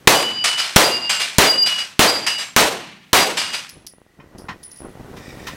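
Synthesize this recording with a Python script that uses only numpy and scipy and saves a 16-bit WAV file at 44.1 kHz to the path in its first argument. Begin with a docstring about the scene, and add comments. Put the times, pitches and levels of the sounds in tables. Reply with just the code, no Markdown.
"""Outdoor range, under a roof beside a block wall: six pistol shots at a rack of steel plates.
Five plates are hit: each rings while it tips over, clanks onto the rack and bounces once.
Brass cases tinkle on the ground, then the pistol is lowered and handled in a light wind.
The blasts overload the microphone and pull its gain control down."""
import sys
import numpy as np
from scipy import signal
from scipy.fft import irfft
from scipy.io import wavfile
from scipy.ndimage import map_coordinates

SR = 44100
rng = np.random.default_rng(int(sys.argv[2]) if len(sys.argv) > 2 else 0)


def to_wav(s):
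    """Save 16-bit WAV."""
    ch = np.atleast_2d(s).T  # columns
    pcm = np.round(np.clip(ch, -1, 1) * 32767)  # PCM
    wavfile.write(sys.argv[1], SR, pcm.astype(np.int16))


N = 245195
TIME = np.arange(N) / SR

# Plates meeting the rack, landing and bounce in turn. Each row: start in s, crash level in dB, rise in s,
# t60 in s, clang in Hz, clang in dB re crash, plate's low mode in dB, upper modes in dB.
RACK_IMPACTS = [(.44, -16.5, 0.0016, 0.42, 9060, -18, -22, -30),
                (.572, -22.5, .011, 0.63, 9050, -27.5, -30, -28),
                (1.093, -17, .002, 0.45, 7430, -11, -27, -28.5),
                (1.195, -23, 0.0061, 0.53, 2380, -10.5, -28, -26.5),
                (1.659, -21.5, .0023, 0.6, 11520, -23, -18.5, -27.5),
                (1.78, -26.5, 0.0061, 0.33, 4050, -24, -32.5, -30.5),
                (2.264, -18, 0.0016, .36, 2710, -11.5, -24.5, -23.5),
                (2.376, -23, 0.021, 0.35, 7440, -15.5, -41.5, -39),
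                (3.369, -19.5, 0.0028, 0.56, 7420, -17, -31, -28),
                (3.529, -26.5, .0055, 0.41, 2490, -14, -34, -30.5)]


def shots(blast_t60_s=0.21, puff_t60_s=0.011, puff_delay_s=0.0011, puff_push=0.22,
          reverb_db=-3, lumpy_db=1.5, chirp_db=-9, roof_db=-33, roof_t60_s=1.225):
    """Muzzle blast with dense near reflections and a swinging gas puff; range, wall and roof answer."""
    # Each row: start in s, blast in dB, tail in dB, puff in dB re blast, puff swing in Hz.
    rounds = [(0.0733, 5, -3, 2.5, 292), (0.761, 8, -2.5, 16, 199.4), (1.3834, 10, -5, 11.5, 180),
              (1.9928, 8.5, -4, 12.5, 310), (2.5635, 6.5, -4.5, 1, 404), (3.1310, 8, -2.5, -0.5, 404)]
    # Spectra. Each row: frequency in Hz, relative density in dB.
    blast_spectrum = [(40, -17), (150, -9.5), (400, -2.5), (900, -1.5), (2000, -3.5), (4000, -6.5),
                      (8000, -16.5), (16000, -41.5)]
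    reverb_spectrum = [(40, -30), (120, -32.5), (250, 1), (600, 5.5), (1000, -1), (1500, -9), (2800, -9.5),
                       (5000, -12), (9000, -11), (16000, -17.5)]
    roof_spectrum = [(50, -23.5), (110, -6.5), (170, -2.5), (260, -4.5), (500, -29.5), (2000, -59)]
    # Decay of the range. Each row: frequency in Hz, t60 in s.
    reverb_decay = [(60, .4), (200, 0.33), (600, 0.43), (2500, 0.72), (6000, 0.51), (15000, 0.28)]
    out, t = np.zeros(N), TIME[:SR]
    for start_s, blast_db, tail_db, puff_db, puff_hz in rounds:
        blast = from_db(blast_db) * noise(blast_spectrum, SR) * fade(t, blast_t60_s)
        swing = np.sin(2 * np.pi * puff_hz * t) + puff_push
        puff = -from_db(blast_db + puff_db) * swing * fade(t, puff_t60_s)
        reverb = from_db(reverb_db + lumpy_db * drift(90, SR)) * noise(reverb_spectrum, SR, reverb_decay)
        chirp = from_db(chirp_db) * wall_chirp(t)
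        roof = from_db(roof_db) * noise(roof_spectrum, SR) * fade(t, roof_t60_s)
        add(out, start_s, blast + from_db(tail_db) * (reverb + chirp + roof))
        add(out, start_s + puff_delay_s, puff)
    return out


def wall_chirp(t, start_hz=2198, end_hz=266.2, glide_s=0.068, width_hz=330, t60_s=0.48):
    """Rows of blocks scatter the blast back ever more obliquely: an echo that sinks in pitch."""
    hz = end_hz + (start_hz - end_hz) * np.exp(-t / glide_s)
    scatter = drift(width_hz, len(t)) + 1j * drift(width_hz, len(t))
    return np.real(scatter * np.exp(2j * np.pi * np.cumsum(hz) / SR)) * swell(t, glide_s, t60_s)


def plates(strike_rise_s=0.004, low_lobes=2.15, edge_on_db=5, upper_offset_lobes=0.19,
           landed_t60_s=0.17, settle_s=0.045, rest_t60_s=0.17, high_db=-38, top_db=-42):
    """A bullet rings a plate and tips it at a steady rate, sweeping its lobes past the microphone."""
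    # Each row: low mode, upper mode and its twin in Hz, twin in dB re upper, high and top modes in Hz.
    plate_modes = [(2964, 4800, 4875, -8, 7400, 10460), (2820, 4870, 4745, -1.5, 7397, 10240),
                   (2911, 4806, 4830, -4.5, 7698, 10300), (2908, 4885, 4655, -4, 7480, 10440),
                   (2870, 4820, 5700, -11, 7920, 10380)]
    # Each row: start in s, low mode in dB, its t60 in s, upper modes in dB, their t60 in s,
    # upper lobes passing during the fall, roughness 0-1.
    bullet_hits = [(.148, -22, 1.57, -26, 2.4, 1.3, 0.28), (.834, -25.5, 1.74, -17.5, 1.1, 2.61, 0.3),
                   (1.466, -22, 1.2, -12.5, 3, 1.4, 0.4), (2.072, -33, .4, -14.5, .6, 2.32, 0.48),
                   (3.2, -26, .2, -19.5, .36, 1.1, 0.7)]
    out, t = np.zeros(N), TIME[:SR]
    for modes, hit, landing, bounce in zip(plate_modes, bullet_hits, RACK_IMPACTS[::2],
                                           RACK_IMPACTS[1::2]):
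        low_hz, upper_hz, twin_hz, twin_db, high_hz, top_hz = modes
        start_s, low_db, low_t60_s, upper_db, upper_t60_s, upper_lobes, rough = hit
        fall_s = landing[0] - start_s
        tipped = np.minimum(t / fall_s, 1)   # 0 upright, 1 down on the rack
        rack_damping = fade(np.maximum(t - fall_s, 0), landed_t60_s)
        low_beam = lobes(low_lobes * tipped, gap_db=-10) * from_db(edge_on_db * tipped ** 2)
        upper_beam = lobes(upper_lobes * tipped - upper_offset_lobes, gap_db=-13)
        low_env = from_db(low_db) * swell(t, strike_rise_s, low_t60_s) * low_beam * rack_damping
        upper_env = from_db(upper_db) * swell(t, strike_rise_s, upper_t60_s) * upper_beam * rack_damping
        # Landing and bounce restrike the low mode and shake the upper modes of all five plates.
        shaken_env = 0
        for touch_s, *_, restrike_db, shake_db in (landing, bounce):
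            since_s = start_s + t - touch_s
            restrike = from_db(restrike_db) * swell(since_s, rise_s=0.035, t60_s=0.78)
            shake = from_db(shake_db) * swell(since_s, rise_s=0.018, t60_s=0.55)
            low_env = np.hypot(low_env, restrike)
            shaken_env = np.hypot(shaken_env, shake)
        pair = unit_rms(wavering(upper_hz, rough, SR) + from_db(twin_db) * wavering(twin_hz, rough, SR))
        all_plates = unit_rms(sum(wavering(hz, rough=0.5, size=SR) for _, hz, *_ in plate_modes))
        high = from_db(high_db) * narrow_band(high_hz, 130, SR)
        top = from_db(top_db) * narrow_band(top_hz, 260, SR)
        sheen = (high + top) * fade(t, t60_s=0.69)
        ring = low_env * wavering(low_hz, rough, SR) + upper_env * pair + shaken_env * all_plates + sheen
        settling = fade(np.maximum(start_s + t - bounce[0] - settle_s, 0), rest_t60_s)
        add(out, start_s, ring * settling)
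    return out


def lobes(turns, gap_db):
    """A mode radiates in lobes, one per turn; reflections fill the gaps."""
    return np.hypot(np.cos(np.pi * turns), from_db(gap_db))


def wavering(hz, rough, size):
    """Mode of a swinging plate: a sine wavering in level and phase; rms 1."""
    wobble = 1 + rough * (0.5 * drift(90, size) + 1j * drift(70, size))
    return unit_rms(np.real(wobble * np.exp(2j * np.pi * hz * TIME[:size])))


def rack(frame_db=-3, frame_t60_ratio=0.8, rattle_db=-4, rough_db=2.5,
         shimmer_db=-13, shimmer_t60_s=0.31, clang_t60_s=0.42):
    """A plate hits the steel frame: dense frame modes, sparse high shimmer, a rattle and one clang."""
    # Steel on steel, and the rack's high modes. Each row: frequency in Hz, relative level in dB.
    crash_spectrum = [(150, -30), (350, -20), (650, -10), (1300, -3), (2700, 1.5), (4000, -2), (5000, 1),
                      (6500, -13.5), (8000, -6), (10500, -16.5), (13500, -25), (16000, -33.5)]
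    shimmer_spectrum = [(5600, 3.5), (8500, -3), (10500, -3.5), (12500, -12.5), (14600, -12.5)]
    size = SR * 2 // 3
    out, t = np.zeros(N), TIME[:size]
    shimmer_hz = np.linspace(5600, 14600, 30) + rng.uniform(-110, 110, 30)
    for start_s, level_db, rise_s, t60_s, clang_hz, clang_db, *_ in RACK_IMPACTS:
        frame_hz = rng.uniform(500, 11000, 130)
        frame = from_db(frame_db) * sines(frame_hz, crash_spectrum, size)
        frame *= fade(t, t60_s * frame_t60_ratio)
        shimmer = from_db(shimmer_db) * sines(shimmer_hz, shimmer_spectrum, size) * fade(t, shimmer_t60_s)
        rattle_env = from_db(rattle_db + rough_db * drift(200, size)) * fade(t, t60_s)
        rattle = rattle_env * noise(crash_spectrum, size, tilt_db_per_oct=-2)
        clang_tone = np.sin(2 * np.pi * clang_hz * t) + 0.81 * narrow_band(clang_hz, 90, size)
        clang = from_db(clang_db) * clang_tone * fade(t, clang_t60_s)
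        add(out, start_s, from_db(level_db) * (frame + shimmer + rattle + clang) * rise(t, rise_s))
    return out


def cases(tick_t60_s=0.0084, second_end_db=-5, second_end_s=0.0055, echo_db=-14, echo_t60_s=0.18,
          clink_db=-12, clink_hz=5200, clink_t60_s=0.16, ring_t60_s=0.33, blur=0.87):
    """A brass case lands on one end, then the other, clinks and rings on with one thin high note."""
    # Each row: start in s, tick in dB, ring in dB, ring in Hz, rise in s.
    landings = [(1.589, -44, -64, 9650, .0003), (3.692, -40, -53.5, 10030, 0.0008),
                (3.866, -40, -54, 9880, 0.00038), (4.379, -48.5, -67.5, 9830, 0.01),
                (4.63, -54.5, -55.5, 9850, 0.004), (4.71, -57, -63, 9940, 0.0041),
                (4.757, -49, -55, 9900, 0.03)]
    # Each row: frequency in Hz, relative density in dB.
    tick_spectrum = [(1500, -20.5), (4300, -7), (5300, -0.5), (7500, -13.5), (11000, -6.5), (16000, -22)]
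    out, t = np.zeros(N), TIME[:SR // 2]
    second_end = from_db(second_end_db) * (t > second_end_s) * fade(np.abs(t - second_end_s), tick_t60_s)
    tick_env = 2 * (fade(t, tick_t60_s) + second_end) + from_db(echo_db) * fade(t, echo_t60_s)
    for start_s, tick_db, ring_db, ring_hz, rise_s in landings:
        tick = noise(tick_spectrum, len(t)) * tick_env
        clink = from_db(clink_db) * narrow_band(clink_hz, 1200, len(t)) * fade(t, clink_t60_s)
        tone = np.sin(2 * np.pi * ring_hz * t) + blur * narrow_band(ring_hz, 220, len(t))
        ring = from_db(ring_db) * tone * fade(t, ring_t60_s)
        add(out, start_s, (from_db(tick_db) * (tick + clink) + ring) * rise(t, rise_s))
    return out


def knocks(rise_s=0.0041, thud_db=-2, hollow_db=-3):
    """Hollow knocks and clicks of the handled pistol, smeared by wall and roof."""
    # Each row: start in s, level in dB, t60 in s, thud tilt in dB per octave.
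    contacts = [(4.198, -51.5, 0.12, -3.5), (4.484, -39, 0.14, -1), (5.165, -58.5, 0.21, 7),
                (5.288, -60, .06, 8), (5.467, -43.5, 0.15, 6.3)]
    # Each row: frequency in Hz, relative density in dB.
    thud_spectrum = [(50, -10.5), (130, 2.5), (400, -15.5), (1000, 1), (2200, -7), (3500, -11.5),
                     (5500, -18), (7500, -32), (16000, -41)]
    # Each row: frequency in Hz, width before broadening in Hz, relative level in dB.
    hollow_modes = [(1038, 45, 11.5), (1320, 50, 6), (1590, 55, 5), (1860, 60, 11.5), (2050, 79, 6),
                    (2480, 28, 6), (3070, 50, 0), (5300, 130, -3)]
    out, t = np.zeros(N), TIME[:SR // 2]
    for start_s, level_db, t60_s, tilt in contacts:
        thud = from_db(thud_db) * noise(thud_spectrum, len(t), tilt_db_per_oct=tilt)
        hollow = from_db(hollow_db) * resonances(hollow_modes, len(t), broadening=3)
        add(out, start_s, from_db(level_db) * (thud + hollow) * swell(t, rise_s, t60_s))
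    return out


def scrape(start_s=5.165, level_db=-67.5, grain_db=2, stroke_db=2):
    """Hands rub over the pistol and excite its resonances."""
    # Each row: frequency in Hz, width in Hz, relative level in dB.
    pistol_modes = [(1880, 260, 2.5), (2350, 380, 0.5), (3710, 450, -4), (4980, 800, -5.5), (5600, 900, -6),
                    (7450, 3000, -8)]
    friction_db = level_db + grain_db * drift(120, N) + stroke_db * drift(22, N)
    return (TIME > start_s) * from_db(friction_db) * resonances(pistol_modes, N)


def pops(swing_hz=420, t60_s=0.0031):
    """Soft pops on the microphone, each one dull, heavily damped swing."""
    # Each row: start in s, level in dB.
    pop_events = [(3.848, -37), (3.937, -35), (3.9837, -37), (4.017, -36.5), (4.065, -42.5), (4.357, -35),
                  (4.42, -34), (4.805, -37), (4.82, -36), (4.954, -39)]
    out, t = np.zeros(N), TIME[:SR // 20]
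    for start_s, level_db in pop_events:
        add(out, start_s, from_db(level_db) * np.sin(2 * np.pi * swing_hz * t) * fade(t, t60_s))
    return out


def wind(eddy_db=-5, lumpy_db=3, buffet_db=-3, buffet_hz=330, buffets_per_s=110,
         calm_db=-73, gust_rise_s=0.023, gust_t60_s=0.35):
    """Eddies and single buffets on the microphone; gusts rise, hold and die over a steady breeze."""
    # Each row: start in s, length in s, level in dB.
    gusts = [(0, 0.46, -56.5), (3.72, 0.07, -55), (4.169, 0.17, -62), (4.332, 0.2, -56.5),
             (4.809, 0.05, -53), (4.938, 0.6, -57.5)]
    # Each row: frequency in Hz, relative density in dB.
    eddy_spectrum = [(15, -35), (25, 2), (118, 4), (365, 1), (983, -8.5), (1210, -16), (1300, -6),
                     (1600, -38), (2080, -47), (3520, -120)]
    kicks = (rng.random(N) < buffets_per_s / SR) * rng.uniform(-1, 1, N)
    buffets = unit_rms(signal.sosfilt(signal.butter(2, buffet_hz, fs=SR, output="sos"), kicks + 1e-18))
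    eddies = from_db(eddy_db + lumpy_db * drift(110, N)) * noise(eddy_spectrum, N)
    power = from_db(calm_db) ** 2
    for start_s, length_s, level_db in gusts:
        onset = np.clip((TIME - start_s) / gust_rise_s, 0, 1)
        decay = fade(np.maximum(TIME - start_s - length_s, 0), gust_t60_s)
        power = power + (from_db(level_db) * onset * decay) ** 2
    return np.sqrt(power) * (eddies + from_db(buffet_db) * buffets)


def ambience(whine_hz=1930, whine_db=-81.5):
    """Smooth outdoor hiss and a faint far whine."""
    # Each row: time in s, level in dB.
    hiss_levels = [(0, -66), (2.9, -70), (3.1, -63.5), (4.0, -76), (4.8, -75.5), (5.25, -69), (5.56, -64.5)]
    # Each row: frequency in Hz, relative density in dB.
    hiss_spectrum = [(100, -0.5), (1000, -1.5), (2200, -2), (4000, -7), (8000, -12), (16000, -17)]
    whine = from_db(whine_db) * narrow_band(whine_hz, 190, N)
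    return from_db(over_time(hiss_levels)) * noise(hiss_spectrum, N) + whine


def noise(spectrum, size, decay=None, tilt_db_per_oct=0):
    """Half-octave noise bands, starting near rms 1 in sum; a decay table gives each band its t60."""
    edges_hz = np.geomspace(25, 18000, 20)
    centres_hz = np.sqrt(edges_hz[1:] * edges_hz[:-1])
    white = rng.standard_normal((2, size))
    gains = from_db(at_hz(spectrum, centres_hz) + tilt_db_per_oct * np.log2(centres_hz))
    gains /= np.sqrt(np.sum(gains ** 2 * np.diff(edges_hz)) * 2 / SR)
    out = np.zeros(size)
    for k, hz in enumerate(centres_hz):
        bandpass = signal.butter(2, edges_hz[k:k + 2], "band", fs=SR, output="sos")
        envelope = 1 if decay is None else fade(TIME[:size], at_hz(decay, hz))
        out += gains[k] * signal.sosfilt(bandpass, white[k % 2]) * envelope
    return out


def narrow_band(hz, width_hz, size):
    """A resonance blurred by reflections; rms 1."""
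    blur = drift(width_hz, size) + 1j * drift(width_hz, size)
    return unit_rms(np.real(blur * np.exp(2j * np.pi * hz * TIME[:size])))


def resonances(modes, size, broadening=1):
    """A few damped resonances shaken by friction or a knock; rms 1."""
    return unit_rms(sum(from_db(db) * narrow_band(hz, broadening * width_hz, size)
                        for hz, width_hz, db in modes))


def sines(hz, spectrum, size):
    """Many modes struck at once, random in phase, levels scattered about a spectrum; rms 1."""
    levels_db = at_hz(spectrum, hz) + 2 * rng.standard_normal(len(hz))
    lines = np.zeros(SR // 2 + 1, complex)
    lines[hz.astype(int)] = from_db(levels_db) * np.exp(2j * np.pi * rng.random(len(hz)))
    return unit_rms(irfft(lines)[:size])


def drift(rate_hz, size):
    """Smooth random curve, spread about 1."""
    knots = rng.standard_normal(16384)
    return map_coordinates(knots, [np.arange(size) * rate_hz / SR], order=2, mode="wrap")


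def rise(t, rise_s):
    """Exponential approach from 0 to 1."""
    return 1 - np.exp(-t / rise_s)


def fade(t, t60_s):
    """Exponential decay, 60 dB down at t60_s."""
    return np.exp(-np.log(1000) * t / t60_s)


def swell(t, rise_s, t60_s):
    """Silent before t = 0, then rise and decay."""
    t = np.maximum(t, 0)
    return rise(t, rise_s) * fade(t, t60_s)


def smooth(x, lag_s):
    """One-pole lag that starts settled."""
    pole = np.exp(-1 / (lag_s * SR))
    return signal.lfilter([1 - pole], [1, -pole], x - x[0]) + x[0]


def from_db(db):
    """Decibels to gain."""
    return 10 ** (np.asarray(db) / 20)


def unit_rms(x):
    """Scale to rms 1."""
    return x / np.sqrt(np.mean(x ** 2) + 1e-20)


def over_time(points):
    """Read a table at every sample time."""
    return np.interp(TIME, *np.transpose(points))


def at_hz(points, hz):
    """Read a table on a log-frequency axis."""
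    points_hz, values = np.transpose(points)
    return np.interp(np.log(hz), np.log(points_hz), values)


def add(out, start_s, sound):
    """Mix a sound in from start_s on."""
    i = max(int(start_s * SR), 0)
    out[i:i + len(sound)] += sound[:max(N - i, 0)]


def scene():
    """Everything that reaches the microphone, in mono."""
    return (shots() + plates() + rack() + cases() + knocks() + scrape() + pops() + wind()
            + ambience())[None]


def gain_control(x, target_db=-9.5, max_gain_db=20, start_gain_db=12,
                 release_db_per_s=13, sense_s=0.0013, attack_s=0.00079):
    """Gain drops within milliseconds of a loud sound and creeps back."""
    # The control reacts sooner as the shots go on. Each row: time in s, lag in s.
    reaction_lags = [(.77, .0057), (1.7, .0013), (2.56, .0002)]
    level_db = 10 * np.log10(smooth(x ** 2, sense_s) + 1e-12)
    release_db = release_db_per_s * TIME
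    held_db = np.maximum.accumulate(np.maximum(level_db + release_db, target_db - start_gain_db))
    held_db -= release_db
    gain_db = smooth(np.minimum(target_db - held_db, max_gain_db), attack_s)
    return x * from_db(np.interp(TIME - over_time(reaction_lags), TIME, gain_db))


def record(dry, saturation=0.34, low_cut_hz=35, high_cut_hz=15900):
    """The microphone saturates; then low cut, gain control, converter clipping and high cut."""
    x = dry[0] / (1 + (dry[0] / saturation) ** 4) ** (1 / 4)
    x = signal.sosfilt(signal.butter(1, low_cut_hz, "high", fs=SR, output="sos"), x)
    x = np.clip(gain_control(x), -1, 1)
    x = signal.sosfilt(signal.ellip(14, 0.1, 70, high_cut_hz, fs=SR, output="sos"), x)
    return np.clip(x, -1, 1)[None]


dry = scene()
out = record(dry)
to_wav(out)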